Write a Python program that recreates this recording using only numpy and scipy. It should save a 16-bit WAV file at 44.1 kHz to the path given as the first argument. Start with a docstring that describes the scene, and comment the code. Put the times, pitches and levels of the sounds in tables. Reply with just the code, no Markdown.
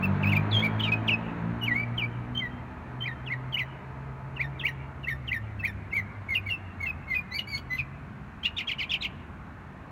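"""A city street, with small birds chattering in a tree. Their syrinx membranes glide through quick
whistles with thin bright overtones and scratchy catches, then a few nasal calls and a last flurry.
Branches scatter the calls and house fronts echo them. On the road an engine pulls away, its exhaust
humming at the firing rate, changes gear and fades into a bed of traffic; a second drones further off."""
import sys
import numpy as np
from scipy import signal
from scipy.fft import rfft, irfft, next_fast_len
from scipy.io import wavfile
from scipy.ndimage import uniform_filter1d, map_coordinates

SR = 44100
rng = np.random.default_rng(int(sys.argv[2]) if len(sys.argv) > 2 else 0)


def inscribe(sig):
    """Save sig as 16-bit PCM at rate SR to the path in sys.argv[1].

    A 1-D sig is mono; a 2-D sig holds one channel per row.
    Samples are clipped to [-1, 1] before scaling.
    """
    pcm = np.round(np.clip(np.atleast_2d(sig).T, -1, 1) * 32767)
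    wavfile.write(sys.argv[1], SR, pcm.astype(np.int16))


N = 437031

# Table levels are set before each layer's trim.
# faders of the traffic bed: (time [s], rumble [dB], roar [dB], tyres [dB])
ROAD_FADERS = [(0, -55, -42, -38.5), (.66, -54.5, -40, -39), (2.12, -54, -51.5, -46.5),
               (4.91, -57.5, -53, -50), (6.12, -55.5, -53.5, -48.5), (8.46, -55.5, -55.5, -49.5),
               (9.9, -57, -54, -50)]
# tone of the city rumble, road roar and tyre noise: (frequency [Hz], level [dB])
RUMBLE_EQ = [(24, -26.5), (40, -12.5), (60, -1), (78, -1), (105, -5.5), (145, -3.5), (175, -9.5),
             (210, -6.5), (250, -12), (330, -19.5)]
ROAR_EQ = [(150, 1), (250, 1), (320, 0.5), (420, -1.5), (480, -5.5), (680, -2), (800, -13.5), (1100, -31.5)]
TYRE_EQ = [(500, -24.5), (750, 1), (950, 1), (1100, 3), (1280, 1), (1700, -0.5), (2500, -8.5), (3200, -20),
           (4300, -25.5), (5000, -39.5), (6800, -37), (8000, -54.5), (11000, -54.5), (15500, -47)]
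# resonances of the departing vehicle's whirr: (frequency [Hz], width [Hz], level [dB])
WHIRR_MODES = [(437, 47, 1), (641, 31, 2), (709, 19, 4), (878, 27, 7.5), (955, 27, 5.5), (1259, 20, 6)]
# how hard it is driven: (time [s], whirr against the roar fader [dB])
ENGINE_LOAD = [(0, -1.5), (4.9, 2), (5.4, -25), (9.9, -3.5)]
# its revs climb, drop at the gear change and ease off: (time [s], firing rate [Hz])
ENGINE_REVS = [(0, 94), (.6, 106.7), (1.9, 117.6), (3.1, 126.8), (4.9, 137.4), (5.15, 135.4), (5.4, 108.1),
               (5.7, 102.2), (6.4, 99.8), (6.95, 86), (7.5, 95.7), (9.9, 89.7)]
# its exhaust faders: (time [s], firing tone [dB], overtones [dB])
ENGINE_FADERS = [(0, -36, -31), (.3, -28, -29.5), (.55, -27, -37.5), (.7, -32.5, -36.5), (1.5, -33, -36),
                 (2.1, -32.5, -44), (2.35, -41.5, -41.5), (3, -38.5, -52), (3.6, -35.5, -64),
                 (4.1, -39, -64), (5.05, -40.5, -65), (5.3, -42, -59), (5.62, -38.5, -50),
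                 (6.2, -42, -53.5), (6.8, -40, -62), (7.15, -54, -59), (7.45, -45.5, -59),
                 (8.2, -59, -59.5), (9.9, -55.5, -56)]
# brief dips in the firing tone: (time [s], width [s], depth [dB])
FIRING_DIPS = [(1.35, 0.1, 13), (2.28, .04, 5.5), (2.78, 0.12, 15), (3.83, 0.076, 17)]
# exhaust overtones: (multiple of the firing rate, level [dB])
EXHAUST_ORDERS = [(.5, -26.5), (1.5, -1.5), (2, 0.5), (2.5, -10), (3, -16.5), (3.5, -25.5), (4, -19)]
# a second engine down the road: (time [s], firing rate [Hz], level [dB])
FAR_ENGINE = [(0, 60, -61), (3.5, 66, -54.5), (5.2, 71, -42.5), (5.8, 73, -44.5), (6.2, 75, -51),
              (7.2, 118, -62), (7.6, 130, -46.5), (8.1, 141, -47), (8.5, 143, -63), (9.9, 148, -53)]
# tone of the shrill overtones, bright near 6.7, 11.3 and 15.5 kHz with dips between:
# (frequency [Hz], gain [dB])
SHRILL_EQ = [(5200, -3.5), (6700, -3), (7800, -30), (9000, -13), (10200, -18.5), (11300, 3), (13500, -15.5),
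             (14600, -3.5), (15500, 1)]
# tone of the husk under a note and of a catch's rasp: (frequency [Hz], level [dB])
HUSK_EQ = [(1800, -1.5), (2400, 11.5), (3000, 4), (4400, -4), (5500, -15), (7000, -16.5), (10000, -35),
           (15500, -26)]
RASP_EQ = [(1700, -22), (2300, 2), (3000, 8), (4400, -1.5), (5200, -15.5), (6700, -11.5), (8000, -19.5),
           (9000, -18.5), (10200, -34.5), (11500, -14), (13500, -21), (15500, -15)]
# texture of the calls: (time [s], hoarseness [dB], send to the branches [dB])
CALL_TEXTURE = [(0, -26, -7), (.85, -20, -4.5), (1.2, -34.5, -10), (4.5, -30, -5.5), (6.4, -33, -3.5),
                (7.8, -23.5, -0.5), (8.45, -16, -5.5), (9.1, -16, -5)]
# scooped and arched whistles: (start [s], length [s], first pitch [Hz], middle pitch [Hz],
# last pitch [Hz], level [dB], shrill overtones [dB], catch [dB])
BENT_NOTES = [(0.023, 0.039, 2410, 2680, 2360, -32, -20.5, -48),
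              (0.25, .057, 2560, 2563, 3030, -31, -27, -39),
              (0.526, 0.089, 3510, 3196, 3410, -29, -30, -29),
              (0.624, 0.048, 2120, 2350, 2190, -27.5, -35.5, -44),
              (1.615, .05, 3020, 2880, 3140, -33, -27, -36),
              (1.703, 0.038, 2030, 1943, 2000, -29, -45, -50),
              (2.004, 0.058, 2760, 2310, 2470, -32, -43.5, -46),
              (5.926, 0.0405, 2043, 2290, 2290, -31.5, -34, -42),
              (8.432, 0.034, 3110, 3330, 4020, -34.5, -34, -35),
              (8.451, .022, 2400, 2880, 2390, -25, -47, -41)]
# whistles that slide and settle:
# (start [s], length [s], first pitch [Hz], last pitch [Hz], level [dB], shrill overtones [dB])
SLURRED_NOTES = [(0.23, 0.019, 2990, 2160, -30.5, -34), (0.318, 0.021, 2720, 2140, -26.5, -31),
                 (0.351, 0.025, 2790, 2350, -25.5, -27), (0.51, 0.015, 4460, 3410, -38, -36),
                 (.796, 0.017, 3490, 2910, -30.5, -29), (.824, 0.045, 3570, 2730, -31.5, -42),
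                 (0.829, 0.039, 3970, 3650, -44, -37), (.869, 0.028, 2680, 2230, -31.5, -46),
                 (0.919, 0.026, 2560, 2503, -24, -39), (1.078, 0.021, 3500, 2327, -23.5, -39),
                 (1.104, .046, 2980, 2520, -24.5, -47), (1.664, 0.036, 2845, 2040, -29.5, -39),
                 (1.743, 0.097, 2044, 2327, -30, -42), (1.977, .025, 3290, 2830, -30, -34),
                 (2.35, 0.056, 3090, 3145, -32.5, -40), (2.399, 0.074, 2290, 1920, -35, -44),
                 (3.008, 0.042, 3080, 3145, -37, -35), (3.262, .031, 3420, 2500, -39.5, -40),
                 (3.527, 0.033, 3270, 2830, -32, -31.5), (4.363, 0.022, 3020, 2510, -41, -37),
                 (4.593, 0.025, 3810, 2610, -37, -37), (5.034, 0.019, 2970, 2610, -38.5, -38),
                 (5.276, 0.021, 3360, 2630, -34, -36), (5.594, 0.025, 2695, 2585, -39, -33),
                 (5.908, 0.022, 2820, 2560, -47, -35), (5.963, .042, 2367, 1972, -27.5, -33),
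                 (7.388, 0.015, 2930, 2860, -28, -37), (7.781, 0.029, 2780, 2313, -30.5, -39)]
# calls that shoot up and drop back: (peak time [s], rise [s], fall [s], peak pitch [Hz],
# low pitch [Hz], rise level [dB], fall level [dB], shrill overtone level [dB])
PEAKED_NOTES = [(3.069, 0.033, 0.063, 2574, 1840, -37, -36, -77),
                (3.324, 0.024, 0.027, 2276, 1865, -34, -30.5, -75),
                (3.591, 0.026, 0.046, 3160, 1937, -31.5, -30.5, -64),
                (4.419, .026, 0.052, 2570, 1803, -28, -40, -70),
                (4.671, 0.034, 0.028, 2927, 1830, -27.5, -33.5, -58.5),
                (5.092, .022, 0.048, 2264, 1808, -29, -33.5, -60),
                (5.333, 0.022, 0.052, 2390, 1803, -30, -32.5, -63),
                (5.66, 0.029, 0.045, 2590, 1770, -28, -39, -60.5)]
# low notes that break into a high slur: (break time [s], low length [s], low pitch [Hz],
# low level [dB], slur length [s], first pitch [Hz], last pitch [Hz], slur level [dB])
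YODEL_NOTES = [(6.348, 0.057, 2155, -31.5, 0.035, 3070, 2386, -28),
               (6.499, 0.034, 2204, -35.5, 0.058, 2910, 2642, -30.5),
               (6.864, .059, 2165, -34, 0.043, 2735, 2502, -33),
               (7.146, 0.069, 2117, -34, 0.051, 2550, 2417, -32.5)]
# wavering nasal calls: (start [s], length [s], first pitch [Hz], pitch at one third [Hz],
# pitch at two thirds [Hz], last pitch [Hz], level [dB], octave overtone [dB])
NASAL_NOTES = [(7.31, 0.084, 1957, 2150, 2330, 1970, -40, -3),
               (7.472, 0.11, 2210, 2310, 2190, 2340, -39.5, -3),
               (7.698, .078, 2010, 2020, 2040, 2060, -37, -17)]
# the flurry's chips:
# (peak time [s], peak pitch [Hz], low pitch [Hz], level [dB], after-note delay [s], after-note [dB])
FLURRY_CHIPS = [(8.58, 3750, 2023, -32, .025, -36), (8.684, 3364, 1940, -32.5, 0.032, -31.5),
                (8.796, 3050, 1970, -32, 0.032, -34.5), (8.908, 3570, 2205, -31, .03, -27.5),
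                (9.022, 4100, 2046, -34, 0.027, -31.5)]
# reverb between the house fronts: (frequency [Hz], time to decay by 60 dB [s])
STREET_DECAY = [(500, 0.68), (2500, 0.54), (4500, 0.47), (12000, 0.69)]

SETTLE_S = .029  # time constant of a slur's glide


def amp(db):
    """Decibels to gain."""
    return 10 ** (np.asarray(db) / 20)


def unit(x):
    """Scale to rms 1."""
    return x / np.sqrt(np.mean(x ** 2) + 1e-20)


def along(points, hz):
    """Read (frequency [Hz], value) points on a log axis."""
    freqs, values = np.transpose(points)
    return np.interp(np.log(hz + 1), np.log(freqs + 1), values)


def automation(rows):
    """One lane, a value per sample, for each column after the time."""
    times, *columns = np.transpose(rows)
    return [np.interp(np.arange(N) / SR, times, column) for column in columns]


def wobble(rate, size=N):
    """A smooth random modulator, rate knots a second."""
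    knots = rng.standard_normal(int(size * rate / SR) + 4)
    return map_coordinates(knots, [np.arange(size) * rate / SR])


def filtered(x, response):
    """EQ x with a gain given as a function of frequency."""
    size = next_fast_len(N + SR // 2)
    return irfft(rfft(x, size) * response(np.fft.rfftfreq(size, 1 / SR)), size)[:N]


def rush(eq, patchy_db=1.2):
    """Coloured noise of rms 1 with drifting patches, rolled off beyond the ends of its EQ."""
    bins = signal.stft(rng.standard_normal(N), nperseg=1024)[2]
    patches = uniform_filter1d(rng.standard_normal(bins.shape), size=3, axis=0)
    patches = uniform_filter1d(patches, size=25, axis=1)
    noise = signal.istft(bins * amp(patchy_db * unit(patches)), nperseg=1024)[1][:N]
    closed = [(eq[0][0] / 2, -120), *eq, (eq[-1][0] * 2, -120)]
    return unit(filtered(noise, lambda hz: amp(along(closed, hz))))


def add(track, s, sound):
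    """Mix a sound into the track at time s."""
    i = max(round(s * SR), 0)
    track[i:i + len(sound)] += sound[:len(track) - i]


def gate(t, length, attack, release):
    """Soft fades centred on the start and end of a note."""
    edges = np.clip(.5 + t / attack, 0, 1) * np.clip(.5 + (length - t) / release, 0, 1)
    return np.sin(np.pi / 2 * edges) ** 2


def slide(first_hz, last_hz, length, settle_s):
    """Five pitches along a glide that moves fast and then settles."""
    left = np.exp(-np.linspace(0, length, 5) / settle_s)
    return last_hz * (first_hz / last_hz) ** ((left - left[-1]) / (1 - left[-1]))


def traffic():
    """The bed: city rumble, road roar, tyres, faint hiss and a whirr that ducks at the gear change."""
    def resonances(hz):
        modes = sum(amp(db) * 1j * hz * width / (centre ** 2 - hz ** 2 + 1j * hz * width)
                    for centre, width, db in WHIRR_MODES)
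        return modes / (1 + (hz / 1800) ** 4)

    rumble_db, roar_db, tyre_db = automation(ROAD_FADERS)
    load_db, = automation(ENGINE_LOAD)
    rumble = amp(rumble_db + 11) * rush(RUMBLE_EQ, patchy_db=1)
    roar = amp(roar_db + 1.15) * rush(ROAR_EQ)
    tyres = amp(tyre_db - 1.5) * rush(TYRE_EQ)
    whirr = amp(roar_db + load_db) * unit(filtered(rng.standard_normal(N), resonances))
    hiss = amp(-76.5) * rush([(3000, -.5), (6500, -2.5), (9000, -7), (15500, -14)], patchy_db=.3)
    return rumble + roar + whirr + tyres + hiss


def departing_engine(unsteady=.01185, flutter_db=3.5, firing_trim_db=-2, overtone_trim_db=-3):
    """Exhaust tones stacked on the firing rate; unequal cylinders add the half orders."""
    hz, = automation(ENGINE_REVS)
    firing_db, overtone_db = automation(ENGINE_FADERS)
    t = np.arange(N) / SR
    dips_db = sum(db * np.exp(-((t - s) / width) ** 2) for s, width, db in FIRING_DIPS)
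    # as it leaves, reflections make the tone waver more and more
    distance = np.linspace(0, 1, N)
    pitch_waver = unsteady * (.5 + 3 * distance) * wobble(35)
    waver_db = (2.27 + 2.5 * distance) * wobble(16)
    phase = 2 * np.pi * np.cumsum(hz * (1 + pitch_waver)) / SR
    exhaust = amp(firing_db - dips_db + firing_trim_db + waver_db) * np.sin(phase)
    for multiple, db in EXHAUST_ORDERS:
        level_db = overtone_db + overtone_trim_db + db + flutter_db * wobble(11)
        exhaust += amp(level_db) * np.sin(multiple * phase + rng.uniform(0, 2 * np.pi))
    return np.sqrt(2) * exhaust


def far_engine(unsteady=.023, flutter_db=3):
    """A background drone: only the wavering firing tone carries this far."""
    hz, db = automation(FAR_ENGINE)
    level = amp(db + flutter_db * wobble(7.9))
    phase = 2 * np.pi * np.cumsum(hz * (1 + unsteady * wobble(30))) / SR
    return level * np.sin(phase)


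def syrinx(length, pitches, swell, octave_db, shrill_db, lead_s, jitter=.01, flutter_db=3.06, fuzz=.23):
    """A gliding membrane tone with fuzzy overtones, and its envelope; negative swell fades it."""
    t = np.arange(int((length + 2 * lead_s) * SR)) / SR - lead_s
    size = len(t)
    progress = np.clip(t / length, 0, 1)
    glide = np.polyfit(np.linspace(0, 1, len(pitches)), np.log(pitches), len(pitches) - 1)
    # wide slurs are unsteady, held notes are cleaner
    roughness = np.clip(np.ptp(np.log(pitches)) * 4, .5, 1)
    hz = np.exp(np.polyval(glide, progress) + jitter * roughness * wobble(897, size))
    phase = 2 * np.pi * np.cumsum(hz) / SR
    # the octave is muffled once it climbs above the throat's resonance
    muffle = amp(-9 * np.clip(np.log2(2 * hz / 5000), 0, 1))
    overtones = amp(octave_db + flutter_db * wobble(180, size)) * muffle * np.sin(2 * phase)
    for k in range(3, 9):
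        partial = np.sin(k * phase) + fuzz * roughness * wobble(1800, size) * np.cos(k * phase)
        # a nasal call with a strong octave has its weight in the lower overtones
        nasal_db = amp(min(octave_db, 0)) * min(5 - k, 1) * 6
        level_db = shrill_db + nasal_db + along(SHRILL_EQ, k * hz) + 3.1 * wobble(150, size)
        overtones += amp(level_db) * (k * hz < SR / 2) * partial
    overtones *= gate(t, length, attack=.068, release=.0079)  # they bloom just after the tone
    # even notes are arched; strongly swelling or fading ones peak at one end
    arch_db = 7 * np.exp(-abs(swell) / 7) * np.sin(np.pi * progress)
    ramp_db = 1.66 * swell * (progress - .5)
    pressure = amp(ramp_db + arch_db + flutter_db * wobble(168.4, size))
    pressure *= gate(t, length, attack=.011, release=.0053)
    pressure /= np.sqrt(np.sum(pressure ** 2) / (length * SR))
    return (np.sin(phase) + overtones) * pressure, pressure


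def branches(call, send_db, spread_s=.016, decay_s=.022, count=40):
    """Early reflections off limbs, ground and walls, different from every perch."""
    paths = np.zeros(SR // 10)
    delays = np.minimum(.002 + rng.exponential(spread_s, count), .09)
    paths[(delays * SR).astype(int)] = rng.standard_normal(count) * np.exp(-delays / decay_s)
    paths *= amp(send_db) / np.linalg.norm(paths)
    paths[0] = 1  # the direct sound
    return signal.fftconvolve(call, paths)


def birds(notes, lead_s=.008, trim_db=3, rasp_trim_db=13, catch_half_s=.018):
    track = np.zeros(N)
    hoarse_db, send_db = automation(CALL_TEXTURE)
    husk = amp(hoarse_db) * rush(HUSK_EQ)
    rasp = rush(RASP_EQ, patchy_db=4.5)
    for s, length, pitches, db, swell, octave_db, shrill_db, catch in notes:
        i = int(s * SR)
        tone, pressure = syrinx(length, pitches, swell, octave_db, shrill_db, lead_s)
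        note = tone + pressure * husk[i:i + len(tone)]
        add(track, s - lead_s, amp(db + trim_db) * branches(note, send_db[i]))
        if catch:  # the membranes slap irregularly for a moment
            catch_s, catch_db = catch
            size = int(2 * catch_half_s * SR)
            slaps = np.hanning(size) ** 2 * amp(3.3 * wobble(603, size))
            scratch = branches(slaps * rasp[i:i + size], send_db[i])
            add(track, catch_s - catch_half_s, amp(db + catch_db + rasp_trim_db) * scratch)
    return track


def bends(swell=-1, octave_db=-32):
    """Scooped and arched whistles with a scratchy tail."""
    for s, length, *pitches, db, shrill_db, catch_db in BENT_NOTES:
        yield s, length, pitches, db, swell, octave_db, shrill_db, (s + .82 * length, catch_db)


def street_reverb(send, predelay_s=.025):
    """A short diffuse tail between the house fronts, driest around 4.5 kHz."""
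    hz, t, bins = signal.stft(rng.standard_normal(SR), SR, nperseg=256)
    decay = amp(-60 * t / along(STREET_DECAY, hz)[:, None])
    tail = signal.istft(bins * decay, SR, nperseg=256)[1]
    tail = np.pad(tail / np.linalg.norm(tail), (int(predelay_s * SR), 0))
    return signal.fftconvolve(send, tail)[:N]


def wall_echo(calls, predelay_s=.11, level_db=-24.5, blur_s=.035):
    """Slapback from the house fronts across the street, blurred by many paths."""
    t = np.arange(SR // 2) / SR
    paths = rng.standard_normal(len(t)) * t * np.exp(-t / blur_s)
    track = np.zeros(N)
    add(track, predelay_s, amp(level_db) * signal.fftconvolve(calls, paths / np.linalg.norm(paths)))
    return track


def slurs(swell_per_octave=13, octave_db=-32.5, catch_db=-37):
    """Sliding whistles with a scratchy attack; the further they fall, the more they swell."""
    for s, length, first_hz, last_hz, db, shrill_db in SLURRED_NOTES:
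        pitches = slide(first_hz, last_hz, length, SETTLE_S)
        swell = swell_per_octave * np.log2(first_hz / last_hz) * min(SETTLE_S / length, 1)
        yield s, length, pitches, db, swell, octave_db, shrill_db, (s + .003, catch_db)


def peaked_calls(rise_bend_s=.03, fall_bend_s=.0097, swell=8, fade=-6,
                 rise_octave_db=-32, fall_octave_db=-57, catch_db=-38):
    """The voice swells up to a cusp, catches, then drops and fades."""
    for s, rise, fall, peak_hz, low_hz, rise_db, fall_db, shrill_db in PEAKED_NOTES:
        up = slide(peak_hz, 1.04 * low_hz, rise, rise_bend_s)[::-1]
        down = slide(peak_hz, low_hz, fall, fall_bend_s)
        yield s - rise, rise, up, rise_db, swell, rise_octave_db, shrill_db - rise_db, (s, catch_db)
        yield s, fall, down, fall_db, fade, fall_octave_db - fall_db, shrill_db - fall_db, None


def yodels(gap_s=.0043, sag=(1.025, 1.005, .94), swell=5, fade=-2, catch_db=-31,
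           low_octave_db=-29, low_shrill_db=-33.5, high_octave_db=-35, high_shrill_db=-29):
    """The low note sags as it swells, then the voice flips up with a catch."""
    for s, low_s, low_hz, low_db, high_s, first_hz, last_hz, high_db in YODEL_NOTES:
        held = low_hz * np.array(sag)
        slur = slide(first_hz, last_hz, high_s, SETTLE_S)
        yield s - gap_s - low_s, low_s, held, low_db, swell, low_octave_db, low_shrill_db, None
        yield s, high_s, slur, high_db, fade, high_octave_db, high_shrill_db, (s, catch_db)


def nasal_calls(swell=1, shrill_db=-23, catch_db=-17):
    """Held notes rich in overtones; the more nasal, the harsher the closing catch."""
    for s, length, *pitches, db, octave_db in NASAL_NOTES:
        catch = (s + length, catch_db + octave_db / 2)
        yield s, length, pitches, db, swell, octave_db, shrill_db, catch


def flurry(rise_s=.014, fall_s=.032, after_s=.022, hook=(.89, .97, .98), after_hz=(3200, 2560, 2250),
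           rise_db=-2.5, swell=9, fade=-4, after_fade=-7,
           octave_db=-26, fall_octave_db=-17, shrill_db=-39, catch_db=-29):
    """Quick chips: a short climb, a steep fall, and an after-note that opens with a catch."""
    for s, peak_hz, low_hz, db, delay, after_db in FLURRY_CHIPS:
        up = peak_hz * np.array(hook)
        down = slide(peak_hz, low_hz, fall_s, settle_s=.02)
        catch = (s + delay, catch_db)
        yield s - rise_s, rise_s, up, db + rise_db, swell, octave_db, shrill_db, None
        yield s, fall_s, down, db, fade, fall_octave_db, shrill_db, None
        yield s + delay, after_s, after_hz, after_db, after_fade, octave_db, shrill_db, catch


def scene(dull_hz=3600, reverb_send_db=-24.5):
    """The mono mix: birds up front, their echo and reverb dulled by distance, the road behind."""
    calls = birds([*slurs(), *bends(), *peaked_calls(), *yodels(), *nasal_calls(), *flurry()])
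    dulled = filtered(calls, lambda hz: 1 / (1 + (hz / dull_hz) ** 6))
    space = wall_echo(dulled) + street_reverb(amp(reverb_send_db) * dulled)
    return (calls + space + departing_engine() + far_engine() + traffic())[None]


def record(dry, cutoff_hz=15870, edge_hz=200):
    """A steep high cut on the master takes off the topmost air."""
    high_cut = lambda hz: np.clip((cutoff_hz - hz) / edge_hz + .5, 0, 1)
    return np.array([filtered(channel, high_cut) for channel in dry])


dry = scene()
out = record(dry)
inscribe(out)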